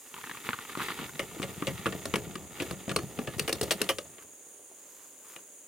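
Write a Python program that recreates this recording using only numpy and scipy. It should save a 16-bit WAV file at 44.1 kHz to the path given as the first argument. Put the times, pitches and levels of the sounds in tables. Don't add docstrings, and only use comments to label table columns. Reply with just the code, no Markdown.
import sys
import numpy as np
from scipy import signal
from scipy.fft import rfft, irfft, next_fast_len
from scipy.io import wavfile
from scipy.ndimage import uniform_filter1d

SR = 44100
rng = np.random.default_rng(int(sys.argv[2]) if len(sys.argv) > 2 else 0)


def wav_record(signal):
    frames = np.transpose(np.atleast_2d(signal))
    bounded = np.clip(frames, -1, 1)
    quanta = np.round(bounded * 32767).astype(np.int16)
    wavfile.write(sys.argv[1], SR, quanta)


N = 250047
RING = 16384
CHATTER_S = 0.00494

# (time [s], thud level [dB], clack over thud [dB], tick over thud [dB],
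# chatter length [s], hollow note [Hz], note level [dB], clack resonance [Hz])
BLOWS = [(.773, -39.5, -6, -15.5, 0.0023, 355, -46, 1200), (1.194, -37.5, 4, -8, 0.0074, 559, -38.5, 2100),
         (1.398, -35.5, -14.5, -26, 0.0037, 337, -52, 1100), (1.419, -51.5, 6, 1, 0.0041, 402, -54, 1230),
         (1.429, -39.5, 2, -17, .0086, 552, -42, 2110), (1.623, -37.5, -1.5, -26.5, 0.0028, 293, -40, 1140),
         (1.670, -40, 5, -7.5, 0.012, 538, -33.5, 2120), (1.858, -37, 4.5, -15, 0.0026, 330, -37, 1100),
         (1.865, -33.5, 1, -15, 0.0051, 326, -50, 1400), (1.924, -41, -1.5, -24, 0.007, 437, -41, 1770),
         (2.055, -38.5, -6, -4.5, 0.0031, 395, -41.5, 1190),
         (2.139, -32, 1.5, -10.5, 0.0035, 204, -33.5, 1200), (2.157, -37, 4, -2.5, .0036, 420, -41, 2700),
         (2.355, -42.5, 0.5, -10, 0.0031, 360, -43.5, 1200), (2.601, -38, 1, -20, 0.0062, 312, -51, 2520),
         (2.62, -36, -12, -11.5, 0.0049, 328, -49, 1300), (2.71, -39, -5, -8.5, .0036, 355, -49, 1290),
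         (2.879, -38.5, -13, -26, 0.0039, 204, -41, 1200), (2.894, -42.5, 4, -16, 0.0094, 360, -40, 1860),
         (2.915, -42, 2.5, -5.5, 0.0044, 366, -46, 1400), (2.962, -31, -1, -2.5, 0.0032, 412, -32.5, 1280),
         (2.989, -42, -1, -21, 0.0033, 340, -44, 1300), (3.189, -36.5, -5, -16.5, 0.0044, 238, -37.5, 1400),
         (3.273, -41, 0, -35, 0.0077, 538, -45, 1740), (3.382, -47, -8, -2, 0.0067, 377, -46, 1320),
         (3.395, -39.5, 4.5, 6.5, .0034, 425, -39, 2610), (3.478, -37.5, 1.5, -3, 0.0081, 450, -38, 2480),
         (3.493, -37.5, 0, -3.5, 0.0058, 436, -41, 2500), (3.527, -39.5, -0.5, 6, .0033, 327, -43, 4700),
         (3.612, -37, -4, -.5, 0.0031, 422, -32, 1120), (3.63, -36, -13, -3.5, 0.0066, 411, -45, 1130),
         (3.708, -33.5, 4.5, 2, 0.011, 637, -39, 3070), (3.806, -44, -9, -13, 0.0072, 416, -38.5, 1300),
         (3.816, -35.5, 2.5, 4, .0028, 430, -38.5, 2820), (3.890, -33, 5, -1.5, 0.012, 534, -33.5, 3010),
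         (3.985, -39, -2.5, -7.5, 0.0032, 583, -45, 1230), (4.183, -61.5, 6.5, -18, 0.0067, 428, -65, 2960),
         (4.711, -61, -21, -23, 0.0062, 385, -63, 1210), (5.363, -55.5, 6.5, -3, .0036, 461, -61, 1490)]
# (frequency [Hz], level [dB])
THUD_SPECTRUM = [(25, -32), (70, -1.5), (130, -1.5), (195, -4), (250, -4.5), (340, -2.5), (560, -3),
                 (760, -6.5), (1200, -8.5), (3000, -59)]
RUMBLE_SPECTRUM = [(20, -39), (45, -8.5), (80, 3), (140, 4), (195, 4), (250, -1), (420, 2), (560, -6),
                   (720, -4), (1500, -27)]
CRUNCH_SPECTRUM = [(40, -19), (150, -7.5), (400, 3), (680, -6), (1050, 5), (1900, -1.5), (3000, -2.5),
                   (4300, -10.5), (5500, -23.5), (9000, -26), (16000, -42)]
HISS_SPECTRUM = [(2500, -9), (5000, 1.5), (7500, 5), (9500, 4.5), (11000, 7), (13000, 2), (14500, 9),
                 (16000, -6.5)]


def undb(db):
    return 10 ** (np.asarray(db) / 20)


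def freqs(size):
    return np.maximum(np.arange(size // 2 + 1) * SR / size, 1)


def shape(points, f):
    hz, values = np.transpose(points)
    return np.interp(np.log(f), np.log(hz), values)


def colour(x, points, centre_hz=1000, focus_db=0):
    n = x.shape[-1]
    size = 2 * next_fast_len(n)
    f = freqs(size)
    db = shape(points, f) - focus_db * np.minimum(np.log2(f / centre_hz) ** 2, 4)
    cepstrum = irfft(np.log(undb(db)))
    cepstrum[1:size // 2] *= 2
    cepstrum[size // 2 + 1:] = 0
    return irfft(rfft(x, size) * np.exp(rfft(cepstrum)), size)[..., :n]


def resonate(x, hz, peak_db, octaves):
    return colour(x, [(hz / 2 ** octaves, 0), (hz, peak_db), (hz * 2 ** octaves, 0)])


def unit(x):
    return x / np.sqrt(np.mean(x ** 2, axis=-1, keepdims=True))


def burst(x, db):
    head = x[:, :int(.03 * SR)]
    return x * undb(db) / np.sqrt(np.mean(head ** 2, axis=-1, keepdims=True))


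def add(out, s, x):
    i = max(int(s * SR), 0)
    out[:, i:i + x.shape[1]] += x[:, :N - i]


def walk(rate):
    hold = max(int(SR / rate), 1)
    steps = np.repeat(rng.standard_normal(N // hold + 1), hold)
    return 1.3 * uniform_filter1d(steps, hold)[:N]


def swell(s, half):
    return np.exp(-((np.arange(N) / SR - s) / half) ** 2)


def grains(rate, spread_db, size):
    hit = rng.random(size) < rate / SR
    strength = undb(spread_db * np.minimum(rng.exponential(size=size), 4))
    return hit * strength * rng.standard_normal((2, size))


def garden(level_db=-60.0):
    # (frequency [Hz], level [dB])
    spectrum = [(20, -20), (150, -16), (250, -2.5), (430, -0.5), (560, 0), (750, -8), (1300, -11.5),
                (3000, -12), (5000, -19), (16000, -16)]
    return unit(colour(rng.standard_normal((2, N)), spectrum)) * undb(level_db + 0.24 * walk(3.3))


def insects(swell_db=1):
    # (centre [Hz], bandwidth [Hz], level [dB], pulse rate [Hz], pulse depth [0-1],
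    # left minus right [dB])
    chorus = [(6637, 350, -61, 32, 0.12, -12.5), (7130, 880, -67, 28, 0.2, 24),
              (7570, 370, -67, 39, 0.5, -14), (9590, 210, -62.5, 78, 0.45, -0.5),
              (9300, 840, -61.5, 40, 0, -7), (14000, 3800, -67, 83, 0.5, -1)]
    out, f = 0, freqs(N)
    for hz, width, db, rate, depth, pan_db in chorus:
        noise = rng.standard_normal((2, N)) + 1.96 * rng.standard_normal(N)
        rasp = irfft(rfft(noise) / np.sqrt(1 + (2 * (f - hz) / width) ** 4), N)
        cycles = np.cumsum(rate * (1 + 0.013 * walk(6.46))) / SR
        strokes = 1 + depth * np.sin(2 * np.pi * cycles)
        gain = undb(db + swell_db * walk(3.14) + np.array([[pan_db], [-pan_db]]) / 2)
        out = out + unit(rasp * strokes) * gain
    return out


def grass():
    # (time [s], half length [s], rustle level [dB], hiss level [dB])
    swishes = [(.1, 0.34, -68, -56.5), (4.223, 0.018, -57, -57), (4.512, 0.078, -72.5, -67),
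               (4.968, 0.19, -63.5, -58.5), (5.32, 0.087, -57, -56.5)]
    rustle = unit(colour(grains(2000, 2.9, N), CRUNCH_SPECTRUM))
    hiss = unit(colour(grains(8000, 3.7, N), HISS_SPECTRUM))
    return sum(swell(s, half) * (undb(rustle_db) * rustle + undb(hiss_db) * hiss)
               for s, half, rustle_db, hiss_db in swishes)


def crunching(contacts_per_s=1900, spread_db=1.0, ring_s=0.0017):
    ring = rng.standard_normal((2, RING)) * np.exp(-np.arange(RING) / SR / ring_s)
    contacts = grains(contacts_per_s, spread_db, N)
    ringing = signal.fftconvolve(contacts, ring, axes=1)[:, :N]
    return unit(colour(unit(contacts) + unit(ringing), CRUNCH_SPECTRUM))


def mulch(hiss_db=-4, empty_s=4.22, fade_s=0.44):
    # (time [s], crunch level [dB])
    flow_levels = [(0, -66), (.2, -50.5), (.45, -48.5), (.7, -49), (.95, -46.5), (1.25, -52), (1.7, -48.5),
                   (2.15, -51.5), (2.42, -58), (2.8, -55.5), (3.25, -53.5), (3.85, -49), (4.05, -61),
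                   (4.3, -69.5)]
    # (time [s], half length [s], crunch level [dB], hiss level [dB])
    clumps = [(0.475, 0.031, -54, -56), (0.838, 0.025, -38.5, -47.5), (0.91, 0.03, -45, -75),
              (1.015, 0.03, -44.5, -77), (2.635, 0.08, -46, -57)]
    t = np.arange(N) / SR
    flow = undb(np.interp(t, *np.transpose(flow_levels)))
    coarse = flow + sum(undb(db) * swell(s, half) for s, half, db, _ in clumps)
    fine = flow * undb(hiss_db) + sum(undb(db) * swell(s, half) for s, half, _, db in clumps)
    spurts = walk(60)
    rumble = unit(colour(grains(900, 0.68, N), RUMBLE_SPECTRUM)) * drumming() * undb(1.2 * spurts)
    crunch = crunching() * coarse * undb(2.04 * spurts)
    hiss = unit(colour(grains(14000, 3.5, N), HISS_SPECTRUM)) * fine * undb(0.33 * spurts)
    remaining = np.clip(1 - (t - empty_s) / fade_s, 0, 1)
    return (rumble + crunch + hiss) * remaining


def chips(break_db=-2, decay_s=0.0044, tail_db=-20, tail_s=.02, thud_db=-12):
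    # (time [s], level [dB], pitch [Hz])
    cracks = [(.142, -46, 970), (0.165, -50, 1190), (.179, -49, 990), (0.214, -52.5, 1810),
              (0.24, -44, 1750), (.272, -48, 1900), (.296, -43.5, 1820), (.313, -42.5, 1920),
              (0.348, -47.5, 1210), (.372, -48.5, 2600), (.490, -33, 1200), (.507, -42.5, 1870),
              (0.532, -35, 1400), (0.539, -42, 1150), (.589, -43, 1310), (.695, -46.5, 1880),
              (.752, -40, 1280), (.797, -40.5, 1140), (.804, -37.5, 1250), (.816, -38, 1660),
              (0.885, -37.5, 1900), (0.904, -38.5, 1200), (.99, -43.5, 1090), (1.094, -51.5, 1690),
              (1.314, -55, 3270)]
    out, t = np.zeros((2, N)), np.arange(RING) / SR
    from_s, to_s, count = 0.36, 1.1, 12
    small = [(from_s + (to_s - from_s) * (k + rng.random()) / count,
              rng.normal(-52.5, 7),
              1400 * 2 ** rng.uniform(-0.3, 0.97)) for k in range(count)]
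    decay = np.exp(-t / decay_s) + undb(tail_db) * np.exp(-t / tail_s)
    for s, db, hz in cracks + small:
        crumbs = unit(grains(9000, 1.8, RING) * decay) / np.sqrt(RING)
        snap = crumbs + undb(break_db) * (t == 0)
        bark = colour(snap, CRUNCH_SPECTRUM, 1270, focus_db=1.14)
        add(out, s, burst(resonate(bark, hz, peak_db=8, octaves=.35), db))
        add(out, s, burst(colour(snap, THUD_SPECTRUM, 252, focus_db=4.5), db + thud_db))
    return out


def clods(contact_s=0.014, crumble_db=-3):
    # (time [s], level [dB], pitch [Hz])
    landings = [(.491, -41.5, 234), (.534, -48, 250), (.997, -43.5, 258), (1.019, -45.5, 230),
                (1.14, -50, 157), (1.366, -44.5, 322), (1.44, -44.5, 122), (1.577, -43.5, 208),
                (1.681, -36.5, 142), (1.705, -40, 172), (1.741, -45, 109), (1.793, -44.5, 184),
                (2.27, -44, 170), (2.298, -44.5, 192), (2.733, -44, 147), (2.913, -36, 154),
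                (3.032, -38.5, 140), (3.278, -40.5, 131), (3.366, -40, 116.4), (3.411, -39.5, 138),
                (3.625, -39, 135), (3.748, -43, 192)]
    out, t = np.zeros((2, N)), np.arange(RING) / SR
    for s, db, hz in landings:
        crumble = unit(grains(1500, 0.99, RING) * np.exp(-t / contact_s)) / np.sqrt(RING)
        bump = colour((t == 0) + undb(crumble_db) * crumble, RUMBLE_SPECTRUM, hz, focus_db=5.5)
        add(out, s, burst(resonate(bump, hz, peak_db=10, octaves=0.33), db))
    return out


def tray_response(ring_db=-3, wash_db=-9, wash_t60=.1):
    # (frequency [Hz], relative level [dB], time to fall 60 dB [s])
    tray_modes = [(82.6, 2.5, 0.54), (125.2, 2.5, 0.27), (156.7, -4.5, 0.18), (190.2, 5.5, 0.38),
                  (293, -1, 0.14), (349, -5, 0.17), (421, -4.5, 0.42), (547, 0, 0.31), (653, 3, .13),
                  (1185, -8, 0.19), (1695, 6, .1), (1860, 8, 0.032), (2850, 6.5, 0.052), (3130, -11, 0.27),
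                  (4350, -2, .22), (9730, 14, 0.032), (11700, -7, .05)]
    t = np.arange(RING) / SR
    hz, db, t60 = np.transpose(tray_modes)[:, :, None]
    hz = hz * (1 + 0.0036 * rng.standard_normal(hz.shape))
    modes = np.sin(2 * np.pi * (hz * t + rng.random(hz.shape))) * np.exp(-np.log(1000) * t / t60)
    weight = undb(db + ring_db) * np.sqrt(4000 / t60) / SR
    wash = unit(rng.standard_normal((2, RING)) * np.exp(-np.log(1000) * t / wash_t60)) / np.sqrt(RING)
    return (t == 0) + (weight * modes).sum(axis=0) + undb(wash_db) * wash


def dispersion(travel_s, slow_hz=1000, fast_hz=4200):
    delay_s = travel_s * (np.sqrt(fast_hz / np.clip(freqs(RING), slow_hz, fast_hz)) - 1)
    return np.exp(-2j * np.pi * np.cumsum(delay_s) * SR / RING)


def brightness(s, chatter_s, laden_until_s=2.9, bare_by_s=3.97):
    def by_load(laden, bare):
        return np.interp(s, [laden_until_s, bare_by_s], [laden, bare])
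    drawn_out = chatter_s / CHATTER_S
    thud_hz = by_load(314, 430) * drawn_out ** by_load(0.43, 0.24)
    clack_hz = by_load(2270, 2700) * drawn_out ** by_load(0.44, -0.037)
    return thud_hz, clack_hz


def knock(s, thud_db, clack_rel_db, tick_rel_db, chatter_s, spot_hz, stiff_s=0.00198):
    # (frequency [Hz], level [dB])
    clack_spectrum = [(300, -29), (750, -3.5), (1150, 11.5), (1500, 1), (3100, -0.5), (4400, -7.5),
                      (5400, -12.5), (9000, 4), (16000, -68)]
    tick_spectrum = [(2000, -5.5), (4200, 11.5), (5600, 9), (7000, 2.5), (9300, 11), (10300, -0.5),
                     (11400, 4.5), (12500, -20), (15500, -9)]
    t = np.arange(RING) / SR
    thud_hz, clack_hz = brightness(s, chatter_s)
    contact = np.exp(-(t / (1.66 * chatter_s)) ** 2.8)
    chatter = unit(grains(5000, 0.8, RING) * contact) / np.sqrt(RING)
    force = chatter + undb(-1) * (t == 0)
    bend = dispersion(travel_s=.6 * max(chatter_s - stiff_s, 0))
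    tray = rfft(tray_response())
    fade = np.clip(2 - 2 * t / t[-1], 0, 1) ** 2
    sheet = irfft(rfft(force) * bend * tray) * fade
    push = undb(-8.5) * stiff_s / chatter_s * irfft(bend)
    thud = colour(sheet + push, THUD_SPECTRUM, thud_hz, focus_db=6.5)
    clack = colour(sheet, clack_spectrum, clack_hz, focus_db=5.5)
    clack = resonate(clack, spot_hz, peak_db=5.5, octaves=0.18)
    tick = colour(irfft(rfft(chatter) * tray) * fade, tick_spectrum)
    clack_db, tick_db = thud_db + clack_rel_db, thud_db + tick_rel_db
    return burst(thud, thud_db) + burst(clack, clack_db) + burst(tick, tick_db) + spray(tick_db, chatter_s)


def spray(tick_db, chatter_s, share_db=-4, full_s=0.0066):
    age = np.arange(RING) / SR / chatter_s
    grit = colour(grains(2300, 4.5, RING) * age * np.exp(-1.7 * age), HISS_SPECTRUM)
    return burst(grit, tick_db + share_db) * min(chatter_s / full_s, 1)


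def hollow(hz, db, chatter_s, t60=0.11, rough_db=-16, scrape_s=0.025):
    t = np.arange(RING) / SR
    build_up = 1 - np.exp(-t / (0.29 * chatter_s))
    ring = np.sin(2 * np.pi * hz * t) * np.exp(-np.log(1000) * t / t60) * build_up
    scrape = unit(rng.standard_normal((2, RING)) * np.exp(-t / scrape_s)) / np.sqrt(RING)
    force = (t == 0) + undb(rough_db) * scrape
    return burst(irfft(rfft(ring) * rfft(force)), db)


def rattle(lag_s=0.025, fainter_db=-15, duller_db=-5):
    out = np.zeros((2, N))
    for s, thud_db, clack_rel_db, tick_rel_db, chatter_s, note_hz, note_db, spot_hz in BLOWS:
        blow = knock(s, thud_db, clack_rel_db, tick_rel_db, chatter_s, spot_hz)
        add(out, s, blow + hollow(note_hz, note_db, chatter_s))
        faint_knock = knock(s, thud_db + fainter_db, clack_rel_db + duller_db, tick_rel_db + duller_db,
                            CHATTER_S, spot_hz)
        add(out, s + lag_s, faint_knock)
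    return out


def drumming(steady_db=-51, stir_db=-8.5, settle_s=0.11):
    t = np.arange(N) / SR
    power = undb(steady_db) ** 2
    for s, thud_db, *_ in BLOWS:
        stirred = (t > s) * undb(thud_db + stir_db) * np.exp(-np.abs(t - s) / settle_s)
        power = power + stirred ** 2
    shaking = np.interp(t, [0.79, 1.03, 3.5, 4.44], [0, 1, 1, 0])
    return np.sqrt(power) * shaking


def rolling(from_s=4.08, to_s=4.9, jolts_per_s=70, level_db=-64.5):
    t = np.arange(N) / SR
    jolts = colour(grains(jolts_per_s, 0.27, N), THUD_SPECTRUM, 460, focus_db=4.0)
    tub = resonate(jolts, 416, peak_db=7, octaves=0.64)
    moving = np.clip(np.minimum(t - from_s, to_s - t) * 20, 0, 1)
    return unit(tub) * undb(level_db) * moving


def stereo(x):
    # (frequency [Hz], side minus mid [dB])
    side_levels = [(60, -15), (400, -19), (1200, -13), (2500, -10), (4500, -5.5), (9000, -7), (15000, -8)]
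    # (frequency [Hz], left minus right [dB])
    balance = [(30, 6), (70, 11), (130, 1), (300, 0.4), (800, -2.5), (2500, -0.5), (9000, 2.5), (15000, -2)]
    # (frequency [Hz], lead of the left [rad])
    phase_lead = [(30, -.8), (120, -.65), (300, -.42), (1000, -.4), (3000, -.45), (5000, -.6), (9000, 0),
                  (15000, 0)]
    f = freqs(N)
    mid, side = rfft(x)
    width = undb(shape(side_levels, f))
    lean = undb(shape(balance, f) / 2) * np.exp(.5j * shape(phase_lead, f))
    return irfft(np.array([(mid + width * side) * lean, (mid - width * side) / lean]), N)


def scene():
    return stereo(rattle() + chips() + clods() + mulch() + rolling() + grass() + garden()) + insects()


def record(dry, top_hz=16200):
    return signal.sosfilt(signal.ellip(10, .2, 70, top_hz, fs=SR, output="sos"), dry)


dry = scene()
out = record(dry)
wav_record(out)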